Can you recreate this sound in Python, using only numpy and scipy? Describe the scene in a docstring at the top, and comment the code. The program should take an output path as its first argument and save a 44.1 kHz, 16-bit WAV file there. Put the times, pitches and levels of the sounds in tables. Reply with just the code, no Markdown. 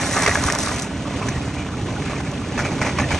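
"""Twin-shaft shredder in a steel hopper

At the bottom of the hopper the drive hums in gear tones and its noise roar throbs once a turn, with low thuds.
Blades crunch a last scrap, in noise, cracks and snaps, then run nearly empty, grinding on random crumbs.
Squeaks and bouncing bits pass by; then hooks knock and rattle on a tyre, in blows, gritty judder and rings.
The steel walls answer the cutters with dense echoes, and a two-port stereo microphone takes it all in."""
import sys
import numpy as np
from scipy import signal
from scipy.fft import rfft, irfft, next_fast_len
from scipy.io import wavfile

SR = 44100
rng = np.random.default_rng(int(sys.argv[2]) if len(sys.argv) > 2 else 0)


def pcm_store(signal):
    """Save signal as 16-bit PCM."""
    levels = np.round(np.clip(np.atleast_2d(signal), -1, 1) * 32767)
    wavfile.write(sys.argv[1], SR, levels.astype(np.int16).T)


N = 140679
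T = np.arange(N) / SR
SIZE = 2 * next_fast_len(N * 5 // 8)  # transform length, with room beyond the end of the sound
HZ = np.arange(SIZE // 2 + 1) * SR / SIZE


def from_db(db):
    """Decibels to gain."""
    return 10 ** (np.asarray(db) / 20)


def rms_one(x):
    """Scale to rms 1."""
    return x / np.sqrt(np.mean(x ** 2) + 1e-20)


def in_time(rows):
    """Each column of a table after the first, joined over time."""
    start_s, *columns = np.transpose(rows)
    return [np.interp(T, start_s, column) for column in columns]


def over_hz(points):
    """A table joined on a log-frequency axis."""
    hz, value = np.transpose(points)
    return np.interp(np.log(HZ + 1), np.log(hz), value)


def drift(rate_hz):
    """Smooth chance with rms 1: noise whose spectrum falls away above the rate."""
    spectrum = rfft(rng.standard_normal(SIZE)) / (1 + (HZ / rate_hz) ** 2)
    return rms_one(irfft(spectrum)[:N])


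def colour(x, spectrum):
    """Causal (minimum-phase) filter of the given shape that keeps the power of white noise."""
    cepstrum = irfft(np.log(rms_one(from_db(over_hz(spectrum)))))
    # Folding the cepstrum onto positive time makes the filter causal.
    cepstrum[1:SIZE // 2] *= 2
    cepstrum[SIZE // 2 + 1:] = 0
    response = np.exp(rfft(cepstrum))
    return irfft(rfft(x, SIZE) * response)[:N]


def grains(per_s, spread_db):
    """Random tiny fractures of uneven size and either sign; rms 1."""
    size_db = spread_db * np.minimum(rng.exponential(1, N), 4)
    sizes = from_db(size_db) * rng.choice([-1, 1], N)
    return rms_one(sizes * (rng.random(N) < per_s / SR))


def dying(start_s, t60_s):
    """An envelope that jumps to 1, falls 60 dB in t60_s and stops after twice that time."""
    out = np.zeros(N)
    span = slice(int(start_s * SR), int((start_s + 2 * t60_s) * SR))
    out[span] = from_db(-60 * (T[span] - start_s) / t60_s)
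    return out


def swell(start_s, t60_s, rise_s):
    """An envelope that builds from nothing and dies away: a slow decay minus a fast one."""
    return dying(start_s, t60_s) - dying(start_s, rise_s)


def bursts(rows, t60_s):
    """Each contact is a very short run of tiny slips of random sign that builds and dies."""
    rise_s = 0.0034
    envelope = sum(from_db(level_db) * swell(start_s, t60_s, rise_s) for start_s, level_db, *_ in rows)
    return envelope * rng.choice([-1, 1], N)


def patchy(x, depth_db):
    """Contact points shift, so each half octave swells and fades on its own; the top band holds steady."""
    spectrum = rfft(x, SIZE)
    place = np.clip(2 * np.log2((HZ + 1) / 400), 0, 7)  # half octaves above 400 Hz
    bands = [irfft(spectrum * np.maximum(1 - abs(place - k), 0))[:N] for k in range(8)]
    return sum(band * from_db(depth_db * drift(45)) for band in bands[:-1]) + bands[-1]


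def chips(per_s, spread_db):
    """Small fragments hit the steel at random, each with a short ring of one of 18 pitches; rms 1."""
    pitches = np.geomspace(575, 2490, num=18)  # Hz
    ring_cycles = 37  # cycles to fall 60 dB
    hits = grains(per_s, spread_db)
    dealt = rng.integers(0, len(pitches), N)
    out = 0
    for k, hz in enumerate(pitches):
        r = from_db(-60 * hz / (ring_cycles * SR))  # decay per sample
        w = 2 * np.pi * hz / SR
        struck = hits * (dealt == k) + 1e-18
        out = out + signal.lfilter([1, -r * np.cos(w)], [1, -2 * r * np.cos(w), r * r], struck)
    return rms_one(out)


# Modes of a struck piece. Columns: pitch_ratio [multiple of its pitch], level_db [dB]
PIECE_MODES = [(.61, -7), (.83, -10.5), (1, 0.5), (1.14, -9.5), (1.33, -10)]


def pieces(rows, t60_s):
    """Struck pieces ring briefly in a few modes around their pitch, swinging in alternate directions."""
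    out = np.zeros(N)
    for start_s, level_db, *_, pitch_hz in rows:
        start = int(start_s * SR)
        t = T[:min(int(2 * t60_s * SR), N - start)]
        ring = 0
        for k, (pitch_ratio, mode_db) in enumerate(PIECE_MODES):
            ring = ring + (-1) ** k * from_db(mode_db) * np.sin(2 * np.pi * pitch_hz * pitch_ratio * t)
        out[start:start + len(t)] += from_db(level_db - 60 * t / t60_s) * ring
    return out


# Gear lines of the drive. Columns: multiple [of the turning rate], level_db [dB, before wavering]
HUM_LINES = [(2, -53), (3, -43), (4, -37.5), (5, -36.5), (7, -37), (8, -36.5), (10, -35.5), (11, -40.5),
             (12, -36), (14, -40.5), (15, -46), (16, -37.5), (17, -39.5), (18, -43), (24, -46), (35, -48)]
# Load on the frame, before the roar trim. Columns: start_s [s], level_db [dB]
ROAR_LOAD = [(0, -23.5), (.45, -25.5), (.8, -28), (1.05, -27.5), (1.28, -25), (1.55, -26.5), (1.72, -27.5),
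             (1.95, -26), (2.15, -27), (2.42, -28), (2.65, -21.5), (2.85, -24.5), (3.02, -20.5),
             (3.19, -28)]
# Tone of the frame's roar, relative. Columns: freq_hz [Hz], level_db [dB per Hz]
ROAR_SPECTRUM = [(15, -51), (28, -36), (42, -25), (60, -12.5), (78, 0), (105, -2.5), (145, -1.5), (200, -6),
                 (275, -2.5), (350, -10), (600, -19.5), (1500, -28), (5000, -92)]


def drive():
    """Gear lines waver in level and phase over a roar that throbs once a turn; stereo."""
    turn = 2 * np.pi * 16.92 * T  # turning rate in Hz
    waver_db, wander_rad = -1, 0.14
    trim_db, throb_db, side_db = -2.5, -1, -27
    load_db, = in_time(ROAR_LOAD)
    hum = 0
    for multiple, level_db in HUM_LINES:
        gain = from_db(level_db + waver_db * np.tanh(drift(4)))
        phase = rng.uniform(0, 2 * np.pi) + wander_rad * drift(5.8)
        hum = hum + gain * np.sin(round(multiple) * turn + phase)
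    mid, side = (rms_one(colour(rng.standard_normal(N), ROAR_SPECTRUM)) for _ in range(2))
    roar = mid + from_db(side_db) * side * [[1], [-1]]
    return hum + roar * from_db(trim_db + load_db + throb_db * np.sin(turn))


# The frame thuds as a blade bites. Columns: start_s [s], level_db [dB], pitch_hz [Hz]
THUDS = [(0.304, -17, 90), (0.372, -19, 109), (.452, -12.5, 73), (1.378, -14, 76.5), (1.82, -13.5, 99),
         (1.914, -14.5, 106), (2.005, -14.5, 140), (2.281, -14.5, 141), (2.993, -16, 217),
         (3.134, -10.5, 84)]


def thuds():
    """Short low swings of the frame that take a moment to build."""
    t60_s, rise_s = 0.12, 0.022
    out = 0
    for start_s, level_db, pitch_hz in THUDS:
        swing = np.sin(2 * np.pi * pitch_hz * (T - start_s))
        out = out + from_db(level_db) * swell(start_s, t60_s, rise_s) * swing
    return out


# Blades grinding on crumbs, before trims. 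Columns: start_s [s], level_db [dB]
GRIND_LEVEL = [(0, -30.5), (.75, -31), (.9, -34.5), (1.03, -33), (1.24, -30), (1.42, -32), (1.72, -35),
               (2.1, -31.5), (2.4, -33.5), (2.56, -32.5), (2.65, -31), (2.78, -32), (2.87, -29),
               (3.06, -30), (3.19, -25.5)]
# Tone of the grinding, relative. Columns: freq_hz [Hz], level_db [dB per Hz]
GRIND_SPECTRUM = [(150, -12.5), (400, 2), (800, -1), (1200, -4), (1800, -5), (2500, -5.5), (3400, -9),
                  (4900, -13.5), (6200, -12), (7500, -16), (8900, -16), (10200, -27.5), (11300, -32.5)]


def grinding():
    """Crumbs rub and clatter between the cutter discs; now and then a larger one pops."""
    level_db, = in_time(GRIND_LEVEL)
    pops = from_db(-11) * grains(per_s=70, spread_db=-0.5)
    rub = grains(per_s=5000, spread_db=1.5) + pops
    clumped = rub * from_db(level_db - 1.21 + 1.4 * drift(38))
    clatter = from_db(level_db - 11.5) * chips(per_s=110, spread_db=0.5)
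    return patchy(colour(clumped, GRIND_SPECTRUM) + clatter, depth_db=2.5)


# Scraps squeal between the discs, before the trim.
# Columns: middle_s [s], level_db [dB], pitch_hz [Hz], length_s [s]
SQUEAKS = [(1.225, -31, 1080, .04), (1.361, -33.5, 1856, 0.036), (1.601, -37.5, 2400, 0.081),
           (2.109, -30, 1228, 0.021), (2.271, -35.5, 2240, 0.017), (2.347, -39, 2680, 0.018),
           (2.597, -28.5, 1453, 0.027), (2.658, -33.5, 2280, .08), (3.013, -31, 6510, 0.0092),
           (3.039, -28.5, 1825, 0.02), (3.117, -32.5, 2354, 0.032)]


def squeaks():
    """Stick and slip gives a short rough tone that swells and fades."""
    trim_db = 2
    wobble_hz = 92.55 * drift(228.3)  # fast pitch wander that roughens the tone
    out = 0
    for middle_s, level_db, pitch_hz, length_s in SQUEAKS:
        envelope = np.exp(-np.minimum((2 * (T - middle_s) / length_s) ** 2, 50))
        tone = np.sin(2 * np.pi * np.cumsum(pitch_hz + wobble_hz) / SR)
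        out = out + from_db(level_db + trim_db) * envelope * tone
    return out


# Loose bits land on the blades, before the trim. Columns: start_s [s], level_db [dB], pitch_hz [Hz]
RATTLES = [(1.053, -22.5, 1145), (1.107, -22, 686), (1.157, -34, 1750), (1.213, -21, 790),
           (1.258, -22, 630), (1.565, -25, 710), (1.703, -27, 1020), (1.739, -25, 1350), (1.769, -28, 930),
           (1.884, -23, 1006), (1.964, -23.5, 1460), (1.982, -21, 810), (2.132, -19.5, 1110),
           (2.202, -32, 755), (2.56, -26, 900)]


def rattles():
    """A loose bit lands, rings and bounces once, more weakly."""
    bounces = []
    for start_s, level_db, pitch_hz in RATTLES:
        gap_s = 0.011 * rng.uniform(0.623, 1.4)
        bounces.append((start_s + gap_s, level_db - 14, pitch_hz))
    return from_db(-3) * pieces(list(RATTLES) + bounces, t60_s=0.04)


# The scrap being crushed, before trims. 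Columns: start_s [s], crunch_db [dB], crackle_db [dB]
CRUSH_LEVEL = [(0, -21.5, -28.5), (.1, -28, -29.5), (.155, -24.5, -27), (.18, -21, -26), (.205, -23, -25.5),
               (.24, -21.5, -24), (.29, -21.5, -28), (.34, -25, -29), (.41, -29, -32), (.49, -24, -28),
               (.57, -27.5, -36), (.605, -33, -23.5), (.63, -27.5, -30), (.69, -26, -27), (.77, -30.5, -35),
               (.84, -34, -32.5), (.9, -56, -70)]
# Tone of the crunch, relative. Columns: freq_hz [Hz], level_db [dB per Hz]
CRUNCH_SPECTRUM = [(100, -16), (350, -6), (650, 1), (1200, 1.5), (2100, 2.5), (3100, -15), (4500, -19),
                   (10000, -64)]
# Tone of the fine crackle, relative. Columns: freq_hz [Hz], level_db [dB per Hz]
CRACKLE_SPECTRUM = [(1000, -6.5), (3000, -10), (3800, -2.5), (4800, -5), (5900, 1.5), (7400, -3.5),
                    (8900, -1), (10200, -6), (11300, -14.5)]
# The scrap cracks, before trims. 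Columns: start_s [s], level_db [dB], pitch_hz [Hz, of the breaking piece]
CRACKS = [(.134, -14.5, 1880), (.164, -12, 1300), (.167, -9, 870), (0.173, -11, 1200), (.178, -13.5, 2060),
          (.185, -12, 1130), (.221, -17, 1060), (0.237, -12, 1590), (.262, -4, 2060), (.2646, -10, 1650),
          (.2755, -2.5, 1910), (.278, -14.5, 1310), (.282, -4.5, 658), (0.2925, -9.5, 1830),
          (0.3127, -10, 1920), (0.3543, -5, 1650), (.356, -11, 1085), (0.373, -10, 630),
          (.407, -15.5, 1460), (.439, -12.5, 1100), (0.478, -12, 1480), (.485, -9.5, 1200),
          (.493, -22, 830), (0.5001, -10, 1850), (.522, -15.5, 594), (.557, -13.5, 1065), (.589, -16, 1210),
          (.631, -22, 620), (0.672, -12.5, 1170), (.692, -14.5, 1240), (.716, -15.5, 1000),
          (1.285, -15, 1680)]
# Tone of a crack, relative. Columns: freq_hz [Hz], level_db [dB per Hz]
CRACK_SPECTRUM = [(100, -14), (350, 4.5), (600, 1.5), (1000, 2.5), (1500, 5.5), (2050, 1), (2900, -7.5),
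                  (4500, -9), (6000, -7.5), (9000, -43), (11000, -41)]
# Sharp snaps at the cutting edges, before the trim. Columns: start_s [s], level_db [dB]
SNAPS = [(.031, -27), (.137, -24), (.166, -18), (.204, -24), (.252, -19), (.263, -4), (.388, -15),
         (.438, -7), (.4732, -10), (.4997, -9), (.521, -12), (.523, -2.5), (.550, -5), (.5868, -5),
         (.761, -11), (.771, -23), (.786, -28), (.796, -11), (.821, -11), (.829, -18), (.843, -34),
         (.856, -33), (1.285, -18), (1.289, -11), (2.315, -19), (2.600, -21), (2.817, -28)]
# Tone of a snap, relative. Columns: freq_hz [Hz], level_db [dB per Hz]
SNAP_SPECTRUM = [(1000, -17), (3500, -7), (4700, -6), (5900, 4), (7000, -2.5), (8800, -8), (11300, -9.5)]


def scrap():
    """Clumps of fractures and flying chips, with single cracks and snaps standing out."""
    crunch_db, crackle_db = in_time(CRUSH_LEVEL)
    clumps = drift(58)  # crunch and crackle swell together
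    fractures = grains(per_s=1800, spread_db=1) * from_db(crunch_db - 4.5 + 1.6 * clumps)
    crunch = patchy(colour(fractures, CRUNCH_SPECTRUM), depth_db=1.5)
    flying = from_db(crunch_db - 9) * chips(per_s=450, spread_db=2)
    flicker_db = 2 * clumps + 2.8 * drift(130)
    fine = grains(per_s=3000, spread_db=2.0) * from_db(crackle_db - 0.8 + flicker_db)
    crackle = colour(fine, CRACKLE_SPECTRUM)
    cracks = from_db(-5) * colour(bursts(CRACKS, t60_s=0.013), CRACK_SPECTRUM)
    rings = from_db(-4) * pieces(CRACKS, t60_s=0.026)
    snaps = from_db(-1.5) * colour(bursts(SNAPS, t60_s=0.0086), SNAP_SPECTRUM)
    return crunch + flying + crackle + cracks + rings + snaps


# Hooks knock and scrape on rubber, before trims.
# Columns: start_s [s], level_db [dB], hold_s [s], release_s [s, to fall 60 dB], pitch_hz [Hz, of the blow]
KNOCKS = [(2.097, -28, .018, 0.1, 1290), (2.202, -26, 0.01, 0.023, 800), (2.577, -20.5, 0.015, 0.05, 1010),
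          (2.597, -23.5, 0.027, .04, 1640), (2.65, -25.5, .018, .1, 2285), (2.717, -26.5, 0.005, 0.22, 833),
          (2.815, -18, 0.015, 0.092, 1317), (2.847, -25, .006, 0.07, 624), (2.864, -23, 0.013, 0.054, 1920),
          (2.891, -24.5, 0.0088, 0.063, 850), (2.9856, -16.5, 0.0053, 0.03, 1135),
          (2.998, -20, 0.0054, 0.062, 1746), (3.019, -29, .006, .07, 1200), (3.106, -19, 0.017, 0.14, 2280),
          (3.146, -25.5, 0.0054, 0.047, 630), (3.175, -32, 0.012, .15, 2750)]
# Tone of landing and judder, relative. Columns: freq_hz [Hz], level_db [dB per Hz]
KNOCK_SPECTRUM = [(100, 4.5), (350, -8.5), (600, 4), (1100, -1.5), (2400, 2.5), (3100, -12), (4900, -9),
                  (6500, -7.5), (7600, -16), (8900, -15), (10200, -18), (11300, -29)]


def knocks():
    """Each hook lands with a short ringing blow, judders grittily along the rubber and slips off."""
    trim_db = -3.5
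    force = 0
    for start_s, level_db, hold_s, release_s, _ in KNOCKS:
        held = (T >= start_s) * (T < start_s + hold_s)
        contact = held + dying(start_s + hold_s, release_s)
        force = force + from_db(level_db + trim_db) * contact
    judder = force * grains(per_s=3500, spread_db=2.6) * from_db(0.94 * drift(65) - 1.5)
    dull = signal.butter(2, 2600, fs=SR, output="sos")  # low-pass, Hz
    landing = from_db(-2) * signal.sosfilt(dull, bursts(KNOCKS, t60_s=0.031))
    grit = force * from_db(-7) * chips(per_s=600, spread_db=0.0)
    rings = from_db(-1) * pieces(KNOCKS, t60_s=0.06)
    return colour(judder + landing, KNOCK_SPECTRUM) + grit + rings


def cutters():
    """All the crushing between the blades: grinding, scrap and hooks."""
    return grinding() + scrap() + knocks()


def echoes(x, t60_s):
    """Dense reflections between steel walls: a dying noise tail of unit energy."""
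    tail = rng.standard_normal(N) * dying(.001, t60_s)
    return signal.fftconvolve(x, tail / np.linalg.norm(tail))[:N]


# Likeness of left and right. Columns: freq_hz [Hz], likeness [0-1]
LIKENESS = [(100, .995), (500, 0.97), (800, 0.86), (1600, 1), (2100, 0.99), (2600, 0.82), (3300, 0.22),
            (4500, 0), (5300, 0.1), (5900, 1), (7000, 1), (9000, 0.73), (10200, 1)]


def scene():
    """The cutters echo in the hopper; a diffuse share of their noise widens the treble."""
    direct = cutters() + squeaks() + rattles()
    x = thuds() + direct + from_db(-11) * echoes(direct, t60_s=0.18)
    alike = np.clip(over_hz(LIKENESS), 0, .999)
    mid = rfft(x, SIZE) * np.sqrt((1 + alike) / 2)
    # A second, independent draw of the cutters, a quarter cycle turned, is the diffuse part.
    side = 1j * rfft(cutters(), SIZE) * np.sqrt((1 - alike) / 2)
    return drive() + irfft(np.array([mid + side, mid - side]))[:, :N]


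# Phase by which the left port leads. Columns: freq_hz [Hz], lead_rad [rad]
PORT_LEAD = [(2800, 0), (3900, 1.7), (4500, -3), (5200, 0.5), (5900, 0.37), (7200, 1.5), (8000, 1.62),
             (9000, 1.98), (10000, 3.5), (11500, 3.5)]
# Level of the left port over the right. Columns: freq_hz [Hz], level_db [dB]
PORT_BALANCE = [(60, -1.5), (150, -0.8), (480, -3.5), (1000, -2), (2000, 0), (8000, -0.1)]


def record(dry):
    """Two microphone ports differ in level and phase; the highest peaks are rounded and the top is cut."""
    halves = np.array([[.5], [-.5]])  # each port takes half the difference
    ports = from_db(over_hz(PORT_BALANCE) * halves) * np.exp(1j * over_hz(PORT_LEAD) * halves)
    x = irfft(rfft(dry, SIZE) * ports)[:, :N]
    peak_limit = 1.3
    rounded = x / (1 + (x / peak_limit) ** 4) ** .25
    top_cut = signal.ellip(10, .1, 90, 11400, fs=SR, output="sos")  # low-pass, Hz
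    return signal.sosfilt(top_cut, rounded)


dry = scene()
out = record(dry)
pcm_store(out)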